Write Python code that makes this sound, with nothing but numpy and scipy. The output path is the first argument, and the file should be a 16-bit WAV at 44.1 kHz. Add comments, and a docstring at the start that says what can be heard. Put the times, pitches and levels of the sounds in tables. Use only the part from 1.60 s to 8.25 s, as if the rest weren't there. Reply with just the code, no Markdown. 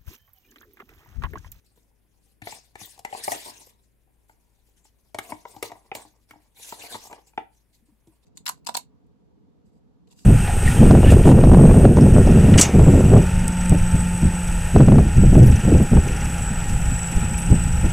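"""Scraping out a plastic tub

A steel blade scrapes soft food out of a plastic tub over a mixing bowl in a quiet kitchen.
Each stroke hisses along the wall as tiny slips and sets the hollow tub murmuring through its modes.
The blade knocks on wall and rim, fingers brush the tub, and it bumps softly in the hand.
An appliance hums far off; two close microphone ports hear the tub mostly from the left."""
import sys
import numpy as np
from scipy import signal
from scipy.io import wavfile
from scipy.ndimage import uniform_filter1d, map_coordinates

SR = 44100
rng = np.random.default_rng(int(sys.argv[2]) if len(sys.argv) > 2 else 0)


def store_wav(level_fs):
    """Save 16-bit WAV to argv[1]."""
    pcm = np.round(np.clip(np.atleast_2d(level_fs), -1, 1) * 32767)
    wavfile.write(sys.argv[1], SR, pcm.T.astype(np.int16))


N = 293255   # length in samples


def amp(db):
    """Turn dB into a plain gain."""
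    return 10 ** (np.asarray(db) / 20)


def rms_one(x):
    """Scale to an rms of 1."""
    return x / np.sqrt(np.mean(x ** 2) + 1e-20)


def top_one(x):
    """Scale to a peak of 1."""
    return x / np.abs(x).max()


def at_hz(points, hz):
    """Read a curve of (Hz, value) points along a log frequency axis."""
    curve_hz, values = np.transpose(points)
    return np.interp(np.log(hz), np.log(curve_hz), values)


def pan(x, left_minus_right_db):
    """Lift one port and lower the other by half the difference each."""
    return x * amp(np.array([[0.5], [-0.5]]) * left_minus_right_db)


def filtered(x, order, hz, kind="low"):
    """Butterworth filter."""
    return signal.sosfilt(signal.butter(order, hz, kind, fs=SR, output="sos"), x)


def drift(rate_hz):
    """Slow chance of spread 1: noise through two equal poles, made at 1/40 of the sample rate."""
    r = np.exp(-2 * np.pi * rate_hz * 40 / SR)
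    noise = rng.standard_normal(N // 40 + 2002)
    slow = signal.lfilter([1], [1, -2 * r, r * r], noise)[2000:]
    return np.interp(np.arange(N) / 40, np.arange(len(slow)), rms_one(slow))


def bands(x, low_hz, octaves):
    """Bands of a given width with their centres; neighbours come from different rows of x."""
    edges = low_hz * 2 ** np.arange(0, np.log2(19000 / low_hz), octaves)
    for k, (low, high) in enumerate(zip(edges, edges[1:])):
        yield np.sqrt(low * high), filtered(x[k % 2], 2, [low, high], "band")


def grit(per_s, spread_db, rows):
    """Tiny slips of the edge at random moments with uneven sizes and either sign."""
    excess_db = spread_db * np.minimum(rng.exponential(1, (rows, N)), 4)
    sizes = amp(excess_db) * rng.choice([-1, 1], (rows, N))
    happens = rng.random((rows, N)) < per_s / SR
    return rms_one(sizes * happens)


# Colour of the air. Each row: frequency in Hz, relative level in dB.
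AIR_COLOUR = [(15, -32), (25, 1.5), (64, -5.5), (170, -8.5), (270, -12), (516, -18), (887, -75),
              (1190, -29), (2160, -27.5), (6050, -44), (10700, -29), (16000, -36)]
# Likeness of the air at the two ports. Each row: frequency in Hz, left-right likeness (1 = identical).
AIR_LIKENESS = [(50, 0.1), (1000, 0.29), (8000, 0.53)]
AIR_DB, AIR_PAN_DB = -68, 2


def air():
    """Room air and microphone noise: coloured noise bands, each gently patchy, partly shared by the ports."""
    out = 0
    noise = rng.standard_normal((2, 2, N))
    for hz, (mid, side) in bands(noise, low_hz=22.6, octaves=0.43):
        alike = np.clip(at_hz(AIR_LIKENESS, hz), -1, 1)
        gain = amp(at_hz(AIR_COLOUR, hz) + 0.57 * drift(10))
        out = out + gain * (np.sqrt(1 + alike) * mid + np.sqrt(1 - alike) * side * [[1], [-1]])
    return pan(amp(AIR_DB) * rms_one(out), AIR_PAN_DB)


# The appliance. 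Each row: pitch in Hz, width of the pitch waver in Hz (twice its spread),
# level in dB before the common lift.
HUM_TONES = [(55, 2.8, -72), (114, 18, -82.5)]
HUM_LIFT_DB, HUM_PAN_DB = 5.5, 6.5


def hum():
    """A motor drone: a tone and another about an octave up that waver in pitch and level."""
    out = 0
    for hz, width_hz, db in HUM_TONES:
        level = amp(db + HUM_LIFT_DB + 0.7 * drift(7))
        pitch_hz = hz + width_hz / 2 * drift(3)
        out = out + level * np.sin(2 * np.pi * np.cumsum(pitch_hz) / SR)
    return pan(out, HUM_PAN_DB)


KITCHEN_DB, KITCHEN_T60_S, DULL_BELOW_HZ = -11, 0.25, 2800


def kitchen(x):
    """Dense reflections, unlike at each port, starting after the nearest wall; the treble dies faster."""
    t = np.arange(SR // 2) / SR
    noise = rng.standard_normal((2, len(t))) * (t > 0.006)
    dull = filtered(noise, 1, DULL_BELOW_HZ)
    treble = noise - dull
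    tail = dull * amp(-60 * t / KITCHEN_T60_S) + treble * amp(-60 * t / (0.6 * KITCHEN_T60_S))
    tail = tail / np.sqrt(np.sum(tail ** 2) / 2)
    return signal.fftconvolve(x[None], tail, axes=1)[:, :N]


# Soft low bumps of the tub in the hand. Each row: start in seconds,
# level in dB before the soft attack, pitch in Hz.
HAND_BUMPS = [(1.214, -46.5, 196), (6.224, -52.5, 230), (6.285, -50.5, 297), (6.32, -51, 218),
              (6.472, -43.5, 326)]
BUMP_T60_S, BUMP_ATTACK_S = 0.091, 0.0034


def bumps():
    """A short soft push rings one low mode."""
    age, out = np.arange(SR // 4) / SR, np.zeros(N + SR)
    attack = 1 - np.exp(-age / BUMP_ATTACK_S)
    for s, db, hz in HAND_BUMPS:
        at = round(s * SR)
        ringing = amp(db - 60 * age / BUMP_T60_S) * np.sin(2 * np.pi * hz * age)
        out[at:at + len(age)] += attack * ringing
    return out[:N]


def ring(clicks, hz, t60):
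    """A two-pole resonator: a unit click sets a sine of height 1 ringing."""
    r, w = amp(-60 / (t60 * SR)), 2 * np.pi * hz / SR
    return signal.lfilter([0, np.sin(w)], [1, -2 * r * np.cos(w), r * r], clicks + 1e-18)


# Modes of the tub: the whole tub giving way in the hand, its body, its thin wall.
# Each row: frequency in Hz, relative level in dB, t60 in seconds.
GRIP_MODES = [(108, 7, 0.075), (176, 10, 0.029), (309.2, 4.5, 0.19)]
BODY_MODES = [(443, -7, 0.033), (571, -9, 0.041), (713, -4, 0.029), (786, -7.5, 0.07), (935, 0, 0.018),
              (1191, -10.5, 0.027)]
WALL_MODES = [(1300, -3.5, 0.008), (1670, -9, .012), (1930, -7, 0.02), (2256, 0, 0.011), (2800, -6, 0.007),
              (3600, -15, .005), (4600, -20, .004)]
MODE_LUCK_DB = 2.5   # how much a mode's strength varies with the place of contact
GRIP_PAN_DB = 5.5


def strike(force, modes, db_by_mode):
    """A force rings all modes of a table, signs alternating, each with a strength of its own."""
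    out = 0
    for k, ((hz, db, t60), more_db) in enumerate(zip(modes, db_by_mode)):
        out = out + (-1) ** k * amp(db + more_db) * ring(force, hz, t60)
    return out


# The tub turns in the hand. Each row: time in seconds, left minus right in dB,
# lead of the left port in ticks of 1/1.17 microsecond, loudest wall mode in Hz.
TUB_PLACE = [(0.0, 2, 330, 1840), (1.3, 6, 190, 1850), (1.7, 3, 460, 2200), (3.6, 4, 119, 2170),
             (4.05, 4, 130, 2160), (4.3, 0, 131, 2550), (4.7, 1.5, 117, 2153), (5.2, 1.5, 247, 2250),
             (5.7, 2, 152, 2490), (6.65, -3.5, 98, 2240)]
TICKS_PER_S = 1.17e6


def turning():
    """Glide from place to place: pan in dB, lead of the left port in ticks, wall mode in Hz."""
    s, *columns = np.transpose(TUB_PLACE)
    return [np.interp(np.arange(N) / SR, s, column) for column in columns]


# Blade on tub. Each row: start in seconds, level in dB, cavity pitch in Hz, then the wall,
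# the crack and the thump in dB relative to that level.
BLADE_KNOCKS = [(0.175, -54.5, 450, -28, -29, -11), (0.818, -40.5, 806, 7.5, -2, 2.5),
                (0.87, -26.5, 690, -2, -19, -45), (0.923, -33, 845, -1, -8, -19.5),
                (1.154, -34.5, 810, 1, -7, -26), (1.212, -41, 805, -12, 4, -4),
                (1.377, -46, 790, -18, -2, -27), (1.391, -38.5, 723, -32, 1.5, -19),
                (1.448, -24.5, 790, 1, -4.5, -43), (1.526, -23.5, 800, -7.5, -32, -53),
                (1.548, -24, 774, -18, -25, -43), (1.678, -15, 803, -10.5, -36, -30),
                (1.718, -19, 693, -2, 1.5, -24.5), (2.069, -46, 488, -11, -30, -26),
                (2.694, -48.5, 893, -1, -32.5, -22.5), (3.085, -61.5, 450, -27.5, -23.5, -13.5),
                (3.251, -55, 854, -1, -3.5, -22), (3.545, -23.5, 644, -9, -7.5, -18.5),
                (3.586, -27, 740, 6.5, 3, -16), (3.72, -22, 917, -9, -48, -12.5),
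                (3.852, -31, 960, -4, -20, -45), (3.963, -35, 807, -33, -8, -8.5),
                (4.026, -24, 470, 4, 2.5, -33), (4.116, -30, 699, -8, -13.5, -18),
                (4.315, -24.5, 782, -0.5, -34, -43), (4.35, -29.5, 597, 3.5, 3.5, -11.5),
                (4.45, -41.5, 794, -28, -37, -11.5), (4.708, -56.5, 1040, 20, 11, 3),
                (4.735, -45.5, 864, -19, -37, -12), (4.757, -46.5, 750, -17, -29, -1.5),
                (5.123, -26, 929, -6, -14, -25), (5.343, -35, 990, 5, -31, -5.5),
                (5.351, -26.5, 911, -9.5, -24, -18), (5.469, -42, 779, -22, -16.5, -17),
                (5.527, -34, 915, -1, -6, -30), (5.733, -54, 870, -3, -29, -25),
                (5.776, -16.5, 870, -5.5, -35, -26.5), (6.472, -56.5, 417, -20, 1, 9)]
RATTLE_T60_S = 0.022   # how long the blade chatters after landing
CAVITY_T60_S, WALL_T60_S = 0.008, 0.013


def knocks():
    """Each blow is a rough contact ringing cavity, body and wall, with a crack; returns shell, grip, crack."""
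    out, t = np.zeros((3, N + SR)), np.arange(SR // 5) / SR
    _, _, wall_mode_hz = turning()
    press = (1 - np.exp(-t / 0.0013)) * amp(-60 * t / RATTLE_T60_S)
    for s, level_db, cavity_hz, wall_db, crack_db, thump_db in BLADE_KNOCKS:
        at = round(s * SR)
        rough = rng.standard_normal(len(t))
        luck_db = MODE_LUCK_DB * rough   # its last values set the mode strengths
        # the blade skips on the wall in step with the cavity, and roughly besides
        skip = press * np.sin(2 * np.pi * cavity_hz * t)
        chatter = press * rough
        chatter[round(0.0008 * SR)] += 0.39 * np.sqrt(np.sum(press ** 2))   # the first landing is the hardest
        # softer landings push more slowly
        chatter = filtered(chatter, 2, np.clip(9000 * amp(0.067 * crack_db), 3000, 15000))

        cavity = top_one(ring(skip, cavity_hz, CAVITY_T60_S))
        low = cavity + amp(-2.5) * top_one(strike(chatter, BODY_MODES, luck_db[-9:]))
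        main_wall = top_one(ring(chatter, wall_mode_hz[at], WALL_T60_S))
        wall = main_wall + amp(2.5) * top_one(strike(chatter, WALL_MODES, luck_db[-19:]))
        shell = amp(-0.1) * top_one(low) + amp(wall_db) * top_one(wall)
        grip = amp(thump_db) * top_one(strike(chatter, GRIP_MODES, luck_db[-29:]))

        crack = rough * (1 - np.exp(-t / 0.00031)) * (np.exp(-t / 0.006) + 0.9 * press)
        edge_hz = np.clip(11000 * amp(0.3 * crack_db), 4500, 15000)   # a soft landing cracks duller
        crack = amp(crack_db) * top_one(filtered(crack, 2, [2200, edge_hz], "band"))
        out[:, at:at + len(t)] += amp(level_db) * np.array([shell, grip, crack])
    return out[:, :N]


SWELL_DB = 11.5   # rise from start to firmest moment, besides the 20 dB fade-in of the touch
TOUCH_S = 0.019   # the edge settles on the wall


def easing(start_s, firm_s, fade_db_per_s):
    """From a stroke's start on, dB below its firmest moment: it touches, swells steadily, fades steadily."""
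    at = round(start_s * SR)
    t = np.arange(at, min(at + SR, N)) / SR
    swell = SWELL_DB * (firm_s - t) / max(firm_s - start_s, 0.003)
    touch = 20 * np.exp(-(t - start_s) / TOUCH_S)
    return slice(at, at + SR), np.where(t < firm_s, swell + touch, fade_db_per_s * (t - firm_s))


# The edge sliding on the wall. Each row: start in seconds, firmest moment in seconds, hiss in relative dB,
# fade in dB per second, murmur of the hollow tub in relative dB, hiss tilt in dB per octave.
SCRAPE_STROKES = [(0.824, 0.9, -38.5, 193, -48, 1), (1.166, 1.232, -38, 200.5, -56, 0),
                  (1.256, 1.257, -47.5, 309, -71, 16), (1.471, 1.61, -40.5, 190.5, -46, -1),
                  (1.627, 1.638, -35, 138, -58.5, 2.5), (1.698, 1.708, -36.5, 115.5, -43.5, -0.5),
                  (1.825, 1.861, -41, 165, -46.5, 3), (1.91, 2.022, -53.5, 269, -85, 3),
                  (2.098, 2.073, -85, 292, -73, 7), (3.566, 3.702, -49, 161, -52, 3),
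                  (3.864, 3.882, -50.5, 135, -58.5, 5), (3.943, 3.92, -80, 113, -57, -7),
                  (4.02, 4.039, -48, 122, -43.5, 2), (4.338, 4.351, -39, 212, -41.5, 2.5),
                  (4.682, 4.689, -61, 131, -67.5, -2.5), (4.946, 5.056, -40, 108.5, -57, 1.5),
                  (5.08, 5.092, -41.5, 267, -62, -1), (5.165, 5.238, -43, 292, -42.5, -1.5),
                  (5.28, 5.324, -37, 257.5, -45.5, 0.5), (5.395, 5.451, -45.5, 201, -53, 4),
                  (5.49, 5.512, -57.5, 241, -45, -7)]
MURMUR_FADE_SHARE = 0.88   # the tub quietens more slowly than the edge
MURMUR_REST_DB = -80.5     # the tub merely held


def shaking():
    """How hard the strokes shake the hollow tub."""
    level = np.full(N, amp(MURMUR_REST_DB))
    for start_s, firm_s, _, fade, murmur_db, _ in SCRAPE_STROKES:
        span, below_db = easing(start_s, firm_s, MURMUR_FADE_SHARE * fade)
        level[span] += amp(murmur_db - below_db)
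    return uniform_filter1d(level, size=256)


def murmur():
    """Coarser slips drive the tub's modes; returns the shell's sound and the grip's."""
    slips = grit(per_s=510, spread_db=3.5, rows=1)[0] * amp(3 * drift(30))

    def driven(modes):
        """Ring one table of modes while their strengths wander."""
        return rms_one(strike(slips, modes, [MODE_LUCK_DB * drift(4.1) for _ in modes]))

    shell = driven(BODY_MODES) + amp(-13.5) * driven(WALL_MODES)
    grip = amp(-14.5) * driven(GRIP_MODES)
    return shaking() * np.array([shell, grip])


# Fingers brushing the tub between strokes. Each row: start in seconds, hiss in relative dB.
FINGER_BRUSHES = [(0.043, -57), (0.155, -60.5), (2.6805, -60.5), (3.065, -74), (3.161, -62.5),
                  (3.2404, -60), (3.3822, -65), (3.4814, -66), (4.799, -66), (5.662, -58), (6.1263, -56),
                  (6.252, -57), (6.467, -63), (6.6094, -70)]
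BRUSH_T60_S, HISS_REST_DB = 0.16, -80
FINGER_TILT_DB_PER_OCT = 2.5
DULLING = 0.082   # a stroke's loss of tilt, dB per octave for each dB below full pressure


def sliding():
    """Level and tilt of the hiss: the shifting grip, strokes, and brushes that swell fast and die away."""
    level = amp(HISS_REST_DB + 3.5 * drift(8))
    for s, db in FINGER_BRUSHES:
        at = round(s * SR)
        age = np.arange(min(SR // 2, N - at)) / SR
        level[at:at + SR // 2] += amp(db - 60 * age / BRUSH_T60_S) * (1 - np.exp(-age / 0.011))
    tilted = FINGER_TILT_DB_PER_OCT * level   # tilts are averaged by level
    for start_s, firm_s, hiss_db, fade, _, tilt_db in SCRAPE_STROKES:
        span, below_db = easing(start_s, firm_s, fade)
        stroke = amp(hiss_db - below_db)
        level[span] += stroke
        tilted[span] += stroke * (tilt_db - DULLING * below_db)
    return uniform_filter1d(level, size=64), tilted / level


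# Colour of the hiss before tilting. Each row: frequency in Hz, relative density in dB per Hz.
HISS_COLOUR = [(710, -41), (1200, -23), (1560, -7), (2320, -3.5), (3080, -4.5), (3660, -1.5), (4960, -2),
               (11700, -7), (16000, -18)]
# Likeness of the hiss at the ports. Each row: frequency in Hz, share of power common to both.
HISS_LIKENESS = [(2000, 0.54), (4000, 0.42), (8000, 1), (13000, 0.86)]
HISS_LIFT_DB = 1.5


def rubbing():
    """Slips sound directly as hiss, flickering in level band by band, partly unlike at the two ports."""
    level, tilt = sliding()
    judder, hiss, power = drift(18), 0, 0
    slips = grit(per_s=12000, spread_db=1.5, rows=4).reshape(2, 2, N)
    for hz, (mid, side) in bands(slips, low_hz=1225, octaves=0.2463):
        gain = amp(at_hz(HISS_COLOUR, hz) + tilt * np.log2(hz / 6500))
        alike = np.clip(at_hz(HISS_LIKENESS, hz), 0, 1)
        both = np.sqrt(alike) * mid + np.sqrt(1 - alike) * side * [[1], [-1]]
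        hiss = hiss + gain * both * amp(2.8 * judder + 4.62 * drift(18))
        power = power + gain ** 2 * hz / SR
    # dividing by the power keeps the tilt from changing the loudness
    return amp(HISS_LIFT_DB) * level * hiss / np.sqrt(power)


def scene():
    """The tub's ringing reaches the left port first; the room answers on both."""
    shell, grip, crack = knocks()
    # a small tub radiates no deep bass
    shell, grip = filtered(murmur() + [shell, grip], 2, 80, "high")
    pan_db, lead_ticks, _ = turning()
    late_shell = map_coordinates(shell, [np.arange(N) - lead_ticks * SR / TICKS_PER_S], order=1)
    left, right = np.array([shell, late_shell]) + crack + rubbing()
    held = pan(grip + bumps(), GRIP_PAN_DB)
    near = pan(np.array([left, right]) + held, pan_db)
    return near + amp(KITCHEN_DB) * kitchen(left + grip) + air() + hum()


def record(dry):
    """The top is cut steeply: 70 dB down from 16600 Hz up."""
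    return signal.sosfilt(signal.cheby2(14, 70, 16600, fs=SR, output="sos"), dry)


dry = scene()
out = record(dry)
store_wav(out)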